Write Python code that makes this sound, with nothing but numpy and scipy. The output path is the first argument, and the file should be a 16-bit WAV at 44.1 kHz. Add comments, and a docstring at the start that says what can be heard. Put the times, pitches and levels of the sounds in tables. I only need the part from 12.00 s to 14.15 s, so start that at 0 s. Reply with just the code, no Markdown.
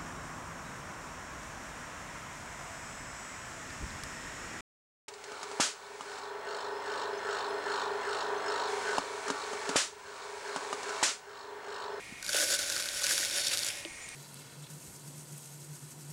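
"""Dry seed heads are rubbed and crushed right against a camera in a garden.
Thousands of tiny breaks make the husks crackle, larger husks snap, and stalks slip with short scuffs.
The scraping rings the stems and the camera's hollow case, which also gets a bump and two knocks.
Behind: the whine of the camera's drive, its zoom motor at the end, quiet air and two thin bird chirps."""
import sys
import numpy as np
from scipy import signal
from scipy.fft import rfft, irfft
from scipy.io import wavfile
from scipy.ndimage import uniform_filter1d

SR = 44100
rng = np.random.default_rng(int(sys.argv[2]) if len(sys.argv) > 2 else 0)


def store_pcm(level_fs):
    """Save levels as 16-bit WAV."""
    pcm = np.round(np.clip(level_fs, -1, 1) * 32767).astype(np.int16)
    wavfile.write(sys.argv[1], SR, np.atleast_2d(pcm).T)


N = 94815

# How hard the husks are rubbed: t/s, level/dB
RUBBING = [(0, -107), (.22, -60), (.27, -46.5), (.315, -37.5), (.355, -31), (.435, -29.5), (.465, -36),
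           (.52, -30), (.55, -29.5), (.575, -41), (.605, -34.5), (.655, -38.5), (.705, -37), (.79, -37.5),
           (.845, -40), (.92, -41), (.965, -36.5), (1.01, -37.5), (1.045, -33.5), (1.08, -35),
           (1.12, -28.5), (1.15, -33.5), (1.21, -33.5), (1.26, -35.5), (1.295, -39.5), (1.385, -32),
           (1.43, -38), (1.47, -35), (1.502, -39), (1.535, -32), (1.565, -40), (1.64, -36.5), (1.685, -35),
           (1.725, -43.5), (1.795, -44.5), (1.85, -56.5), (1.92, -80)]
# Top fizz, stalk crunch and stem ring, each relative to the rubbing: t/s, level/dB
FIZZ_LEVEL = [(.25, -10), (.43, -10.5), (.55, -12), (.7, -8), (.9, -18), (1.1, -10), (1.3, -10),
              (1.47, -25), (1.6, -21), (1.68, -18), (1.8, -25)]
CRUNCH_LEVEL = [(.25, -25), (.35, -4), (.42, -13), (.9, -8), (1.03, -12.5), (1.075, -5.5), (1.14, -11),
                (1.37, -6), (1.47, -9), (1.52, -4), (1.57, -8), (1.68, -10), (1.74, -5)]
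STEM_LEVEL = [(.3, -20), (.55, -8.5), (.8, -7), (1.1, -13), (1.28, -6.5), (1.38, -6), (1.47, 2),
              (1.55, -7.5), (1.63, -9), (1.7, -22)]
# Ring of the case, relative to the rubbing: t/s, low ring/dB, high ring/dB
CASE_LEVEL = [(.23, -28, -12), (.30, -14, -12), (.325, -19, -12), (.35, -15.5, -7), (.44, -9, -9),
              (.48, -13, -14.5), (.54, -13, -7), (.65, -12.5, -10.5), (.79, -13.5, -7.5), (.92, -14, -10.5),
              (1.1, -20, -11), (1.16, -17.5, -18), (1.39, -13, -12), (1.47, -17.5, -15),
              (1.54, -16.5, -14.5), (1.7, -19.5, -11.5), (1.78, -11, -23)]
# Tone colours of crackle, fizz and crunch: f/Hz, level/dB
HUSK_COLOUR = [(100, -29), (400, -36), (1100, -19.5), (2000, -7.5), (3100, -6), (4100, 2.5), (5300, 0),
               (7000, -3.5), (8800, -4.5), (10500, -3.5), (12500, -15), (16000, -29.5)]
FIZZ_COLOUR = [(2000, -50), (6500, 10), (9000, -30.5), (10400, -9), (12500, -6), (16000, -27)]
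CRUNCH_COLOUR = [(100, -76.5), (400, -9.5), (800, -7), (1250, -14), (1750, -2), (2100, -3), (2600, 1),
                 (3300, 0.5), (4500, -10.5), (9000, -29.5)]
# Notes at which the stems and the case ring: f/Hz, level/dB, time to fade by 60 dB/s
STEM_NOTES = [(3680, -10, 0.049), (4050, -4.5, 0.018), (4370, -3, 0.02), (4590, -6.5, 0.04),
              (5310, -5.5, .03), (5770, -7.5, .025), (6460, -29, 0.017)]
CASE_LOW_NOTES = [(341, -1, 0.074), (395, -3.5, 0.037), (568, 5, 0.054), (574.4, 5, 0.064)]
CASE_HIGH_NOTES = [(1500, -10, 0.028), (1501, 13.5, 0.035), (1570, 6.5, 0.022)]

def rubbed_husks():
    """Clumps of tiny breaks crackle, fizz and crunch, and ring the stems and the case."""
    clumps = amp(1.5 * wander(seconds=.0023))
    husks, stalks, chaff = (tiny_breaks() * clumps for _ in range(3))
    crackle = colour(husks, HUSK_COLOUR)
    # The crackle also bounces off the case and stems close by.
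    echo = signal.oaconvolve(crackle, unit_energy(burst(decay_s=.0013)))[:N] / np.sqrt(SR)
    layers = (steady(crackle + amp(-7) * echo)
              + amp(curve(FIZZ_LEVEL)) * steady(colour(chaff, FIZZ_COLOUR))
              + amp(curve(CRUNCH_LEVEL)) * steady(colour(stalks, CRUNCH_COLOUR))
              + amp(curve(STEM_LEVEL)) * steady(ring(chaff, STEM_NOTES))
              + amp(curve(CASE_LEVEL, column=1)) * steady(ring(husks, CASE_LOW_NOTES))
              + amp(curve(CASE_LEVEL, column=2)) * steady(ring(chaff, CASE_HIGH_NOTES)))
    return amp(curve(RUBBING)) * layers


def tiny_breaks(husks=16, breaks_per_s=7000):
    """Many husks crack at random, each with its own click and its own louder moments."""
    out = np.zeros(N)
    for _ in range(husks):
        size_db = 2 * np.minimum(rng.exponential(1, N), 4)
        swell_db = 3 * wander(seconds=.016)
        hits = (rng.random(N) < breaks_per_s / husks / SR) * rng.choice([-1, 1], N)
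        click = unit_energy(burst(decay_s=.00043, size=256))
        out += signal.oaconvolve(amp(size_db + swell_db) * hits, click)[:N]
    return out


# Larger husks breaking: t/s, energy/dB, fade time/s, case ring relative to the snap/dB
HUSK_SNAPS = [(0.2269, -62, 0.0022, -5), (.244, -61, 0.01, -6), (0.2642, -59, 0.0013, -20),
              (0.28, -59.5, 0.0066, -4), (0.2919, -53.5, .005, -4.5), (0.3313, -67, 0.0018, -21),
              (0.331, -57.5, 0.0028, -5), (0.3675, -59, 0.0023, -10), (.419, -64, .002, 3),
              (0.5013, -62, 0.0017, -1.5), (0.5902, -52, 0.0057, -5.5), (0.6992, -55, 0.0019, -9),
              (.7227, -57, .0012, -28), (0.7639, -55, 0.0019, -5), (.7992, -54.5, 0.003, -5),
              (.824, -58, 0.002, -8), (0.857, -59.5, 0.0017, -4), (0.8877, -56, 0.0014, -15),
              (1.0345, -55, 0.0031, -25), (1.041, -51.5, 0.0017, -7.5), (1.067, -52, 0.0013, -16),
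              (1.093, -56.5, 0.0007, -25), (1.109, -54.5, 0.0024, -3.5), (1.1788, -51.5, 0.0021, -8.5),
              (1.2492, -56, 0.0019, -20), (1.299, -59, 0.00053, -6), (1.397, -69, 0.00092, -17),
              (1.4690, -56, 0.0034, -29), (1.4835, -54.5, 0.0011, -39), (1.527, -69, 0.0015, -20),
              (1.5358, -53, .003, -12), (1.5465, -61, 0.00081, -13), (1.5735, -52.5, 0.00036, -32),
              (1.581, -58, .0008, -29), (1.5847, -61.5, 0.00037, -23), (1.5912, -55, 0.00036, -22),
              (1.633, -56.5, 0.0014, -24), (1.666, -58.5, 0.0026, -14), (1.6858, -57.5, 0.0024, -15),
              (2.087, -71, .003, -24)]
# Tone colour of a snap: f/Hz, level/dB
SNAP_COLOUR = [(150, -31), (1100, -33), (2000, -9.5), (4200, 1.5), (7000, -3.5), (10500, -6), (13000, -15),
               (16000, -45)]

def snapping_husks():
    """A larger husk breaks sharply, crumbles, and rings the stems and the case."""
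    out = np.zeros(N)
    for start, db, decay_s, case_db in HUSK_SNAPS:
        crack = burst(decay_s) - 1.07 * signal.unit_impulse(4096)  # crumbling and the first break
        snap = unit_energy(colour(crack, SNAP_COLOUR))
        stem = amp(-14) * unit_energy(ring(crack, STEM_NOTES))
        case = unit_energy(ring(crack, CASE_HIGH_NOTES))
        case += amp(-11) * unit_energy(ring(crack, CASE_LOW_NOTES))
        add(out, start, amp(db) * (snap + stem + amp(case_db) * case))
    return out


# Slips of a stalk: t/s, spread in time/s, f/Hz, relative spread in pitch, level/dB
STALK_SLIPS = [(1.023, 0.0021, 990, 0.39, -41), (1.067, 0.0026, 2450, .15, -32.5),
               (1.078, 0.0037, 1130, 0.14, -46), (1.231, 0.003, 1750, .15, -35.5),
               (1.517, 0.0024, 2490, .3, -36), (1.633, 0.0021, 4700, 0.061, -31),
               (1.705, 0.0047, 2510, 0.11, -37.5), (1.989, 0.0035, 1850, .35, -49),
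               (2.09, .002, 8770, .04, -41.5)]

def slipping_stalks():
    """Each slip is a brief swell of noise around one pitch."""
    out, t = np.zeros(N), np.arange(N) / SR
    for middle, spread_s, hz, width, db in STALK_SLIPS:
        band = signal.butter(2, hz * np.exp([-width, width]), "band", fs=SR, output="sos")
        scuff = unit_rms(signal.sosfilt(band, rng.standard_normal(N)))
        out += amp(db) * np.exp(-((t - middle) / spread_s) ** 2 / 2) * scuff
    return out


# Knocks on the case: t/s, deep ring energy/dB, hollow ring energy/dB, tick energy/dB
CASE_KNOCKS = [(0.3457, -66, -53.5, -54), (1.85, -61.5, -63.5, -60.5)]
# Notes that a knock rings: f/Hz, level/dB, time to fade by 60 dB/s
DEEP_NOTE = [(333, 0, 0.13)]
HOLLOW_NOTES = [(478, 0, 0.018), (585, -1, 0.057)]
# Tone colour of the tick: f/Hz, level/dB
TICK_COLOUR = [(150, -42), (1000, -20), (2000, -6), (2900, 0.5), (4000, -6), (6000, -15), (14000, -56)]

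def knocked_case(contact_s=.0013, bump_at_s=.126, bump_hz=228, bump_spread_s=.0019):
    """Two short blows tick and ring the hollow case; the hand gives one soft, dull bump."""
    out, t = np.zeros(N), np.arange(N) / SR
    blow = np.sin(np.pi * np.minimum(t[:SR // 2] / contact_s, 1)) ** 2
    for start, deep_db, hollow_db, tick_db in CASE_KNOCKS:
        add(out, start, amp(deep_db) * unit_energy(ring(blow, DEEP_NOTE)))
        add(out, start, amp(hollow_db) * unit_energy(ring(blow, HOLLOW_NOTES)))
        add(out, start, amp(tick_db) * unit_energy(colour(burst(decay_s=.0018), TICK_COLOUR)))
    from_bump = t - bump_at_s
    swell = np.exp(-(from_bump / bump_spread_s) ** 2 / 2)
    return out + amp(-38.5) * swell * np.sin(2 * np.pi * bump_hz * from_bump)


# The drive's paired tones and its fainter single ones: f/Hz, level/dB
DRIVE_PAIRS = [(1864, -62), (2151, -59.5), (2438, -62)]
DRIVE_SINGLES = [(2275, -63), (2406, -65), (5860, -68), (8690, -75)]

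def camera_drive(pair_gap_hz=30, waver=.00166):
    """The drive whines throughout; each main tone has a twin just above it."""
    pairs = sum(tone(hz, db, waver) + tone(hz + pair_gap_hz, db, waver) for hz, db in DRIVE_PAIRS)
    return pairs + sum(tone(hz, db, waver) for hz, db in DRIVE_SINGLES)


# The zoom motor's tones and the colour of its hiss: f/Hz, level/dB
ZOOM_TONES = [(6230, -73), (7203, -73), (7951, -72), (8446, -66), (8694, -61.5), (8942, -68), (9437, -66)]
ZOOM_COLOUR = [(2000, -22), (4800, -5), (5600, 1), (6900, 3), (7700, -2), (8700, 2), (9500, -1),
               (10000, -20), (14000, -23)]
# How fast it turns: t/s, relative speed
ZOOM_SPEED = [(1.8, 1.002), (1.98, 1), (2.05, .994), (2.15, .996)]

def zoom_motor(start_s=1.8, rise_s=.052):
    """A small motor fades in with a hiss and high tones that follow its speed."""
    whine = sum(tone(hz * curve(ZOOM_SPEED), db, waver=.00326) for hz, db in ZOOM_TONES)
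    hiss = amp(-54) * unit_rms(colour(rng.standard_normal(N), ZOOM_COLOUR))
    fade_in = np.clip((np.arange(N) / SR - start_s) / rise_s, 0, 1)
    return (whine + hiss) * fade_in


# Thin chirps: t/s, length/s, top f/Hz, level/dB
BIRD_CHIRPS = [(.228, 0.054, 7100, -45), (1.993, 0.093, 7040, -47)]

def far_bird(bend=.042):
    """Each chirp is a high whistle whose pitch and loudness rise and fall together."""
    out = np.zeros(N)
    for start, length, hz, db in BIRD_CHIRPS:
        arch = np.sin(np.pi * np.arange(0, length, 1 / SR) / length)
        pitch = hz * (1 + bend * (arch - 1))
        add(out, start, amp(db) * arch ** 2 * np.sin(2 * np.pi * np.cumsum(pitch) / SR))
    return out


# Tone colour of the outdoor air: f/Hz, level/dB
AIR_COLOUR = [(20, -1), (50, 0.5), (110, 4.5), (200, 1.5), (550, -0.5), (1000, 0), (1500, -2.5),
              (2300, 6.5), (3100, -2.5), (5000, -5), (7000, -5), (9000, -6), (11000, -13), (13000, -23),
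              (16000, -24)]

def garden_air():
    """A quiet, even wash of noise."""
    return amp(-49) * unit_rms(colour(rng.standard_normal(N), AIR_COLOUR, size=4096))


def amp(db):
    """Turns decibels into a multiplier."""
    return 10 ** (np.asarray(db) / 20)


def unit_rms(x):
    """Scales a sound to an average strength (rms) of 1."""
    return x / np.sqrt(np.mean(x ** 2) + 1e-20)


def unit_energy(x):
    """Scales a sound to the energy of one second at rms 1."""
    return x / np.sqrt(np.sum(x ** 2) / SR + 1e-20)


def steady(x, size=1300):
    """Evens out slow swells, so that the tables alone set the level."""
    return x / np.sqrt(abs(uniform_filter1d(x ** 2, size)) + 1e-12)


def curve(table, column=1):
    """Joins the points of a time table with straight lines."""
    rows = np.array(table)
    return np.interp(np.arange(N) / SR, rows[:, 0], rows[:, column])


def add(mix, start_s, sound):
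    """Mixes a sound in at the given time."""
    part = mix[max(round(start_s * SR), 0):][:len(sound)]
    part += sound[:len(part)]


def wander(seconds):
    """A smooth random wobble of rms 1 that changes over the given time."""
    hz = np.fft.rfftfreq(N, 1 / SR)
    return unit_rms(irfft(rfft(rng.standard_normal(N)) * np.exp(-(hz * seconds) ** 2), N))


def burst(decay_s, size=4096):
    """One break: noise that starts sharply and dies away."""
    return rng.standard_normal(size) * np.exp(-np.arange(size) / SR / decay_s)


def tone(hz, db, waver):
    """One motor tone whose pitch wavers."""
    turns = np.cumsum(hz * (1 + waver * wander(seconds=.0192))) / SR + rng.random()
    return amp(db) * np.sqrt(2) * np.sin(2 * np.pi * turns)


def colour(x, points, size=1024):
    """Gives a sound a tone colour while keeping its clicks sharp."""
    point_hz, db = np.transpose(points)
    hz = abs(np.fft.fftfreq(size, 1 / SR))
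    log_gain = np.log(amp(np.interp(np.log(hz + 1), np.log(point_hz + 1), db)))
    response = np.fft.ifft(np.exp(np.conj(signal.hilbert(log_gain)))).real
    return signal.oaconvolve(x, response)[:len(x)]


def ring(x, notes, size=6000):
    """Shakes an object so that its notes ring and fade; little sounds below the first note."""
    t = np.arange(size) / SR
    response = sum(amp(db - 60 * t / fade_s) * np.sin(2 * np.pi * hz * t) for hz, db, fade_s in notes)
    low_cut = signal.butter(5, .87 * notes[0][0], "high", fs=SR, output="sos")
    return signal.oaconvolve(x, signal.sosfilt(low_cut, response))[:len(x)]


def scene():
    """All sources at one microphone."""
    handling = rubbed_husks() + snapping_husks() + slipping_stalks() + knocked_case()
    return (handling + camera_drive() + zoom_motor() + far_bird() + garden_air())[None]


def record(dry):
    """The camera cuts off the treble above 16000 Hz."""
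    treble_cut = signal.firwin(511, 16000, window=("kaiser", 9), fs=SR)
    return signal.oaconvolve(dry, treble_cut[None], "same")


dry = scene()
out = record(dry)
store_pcm(out)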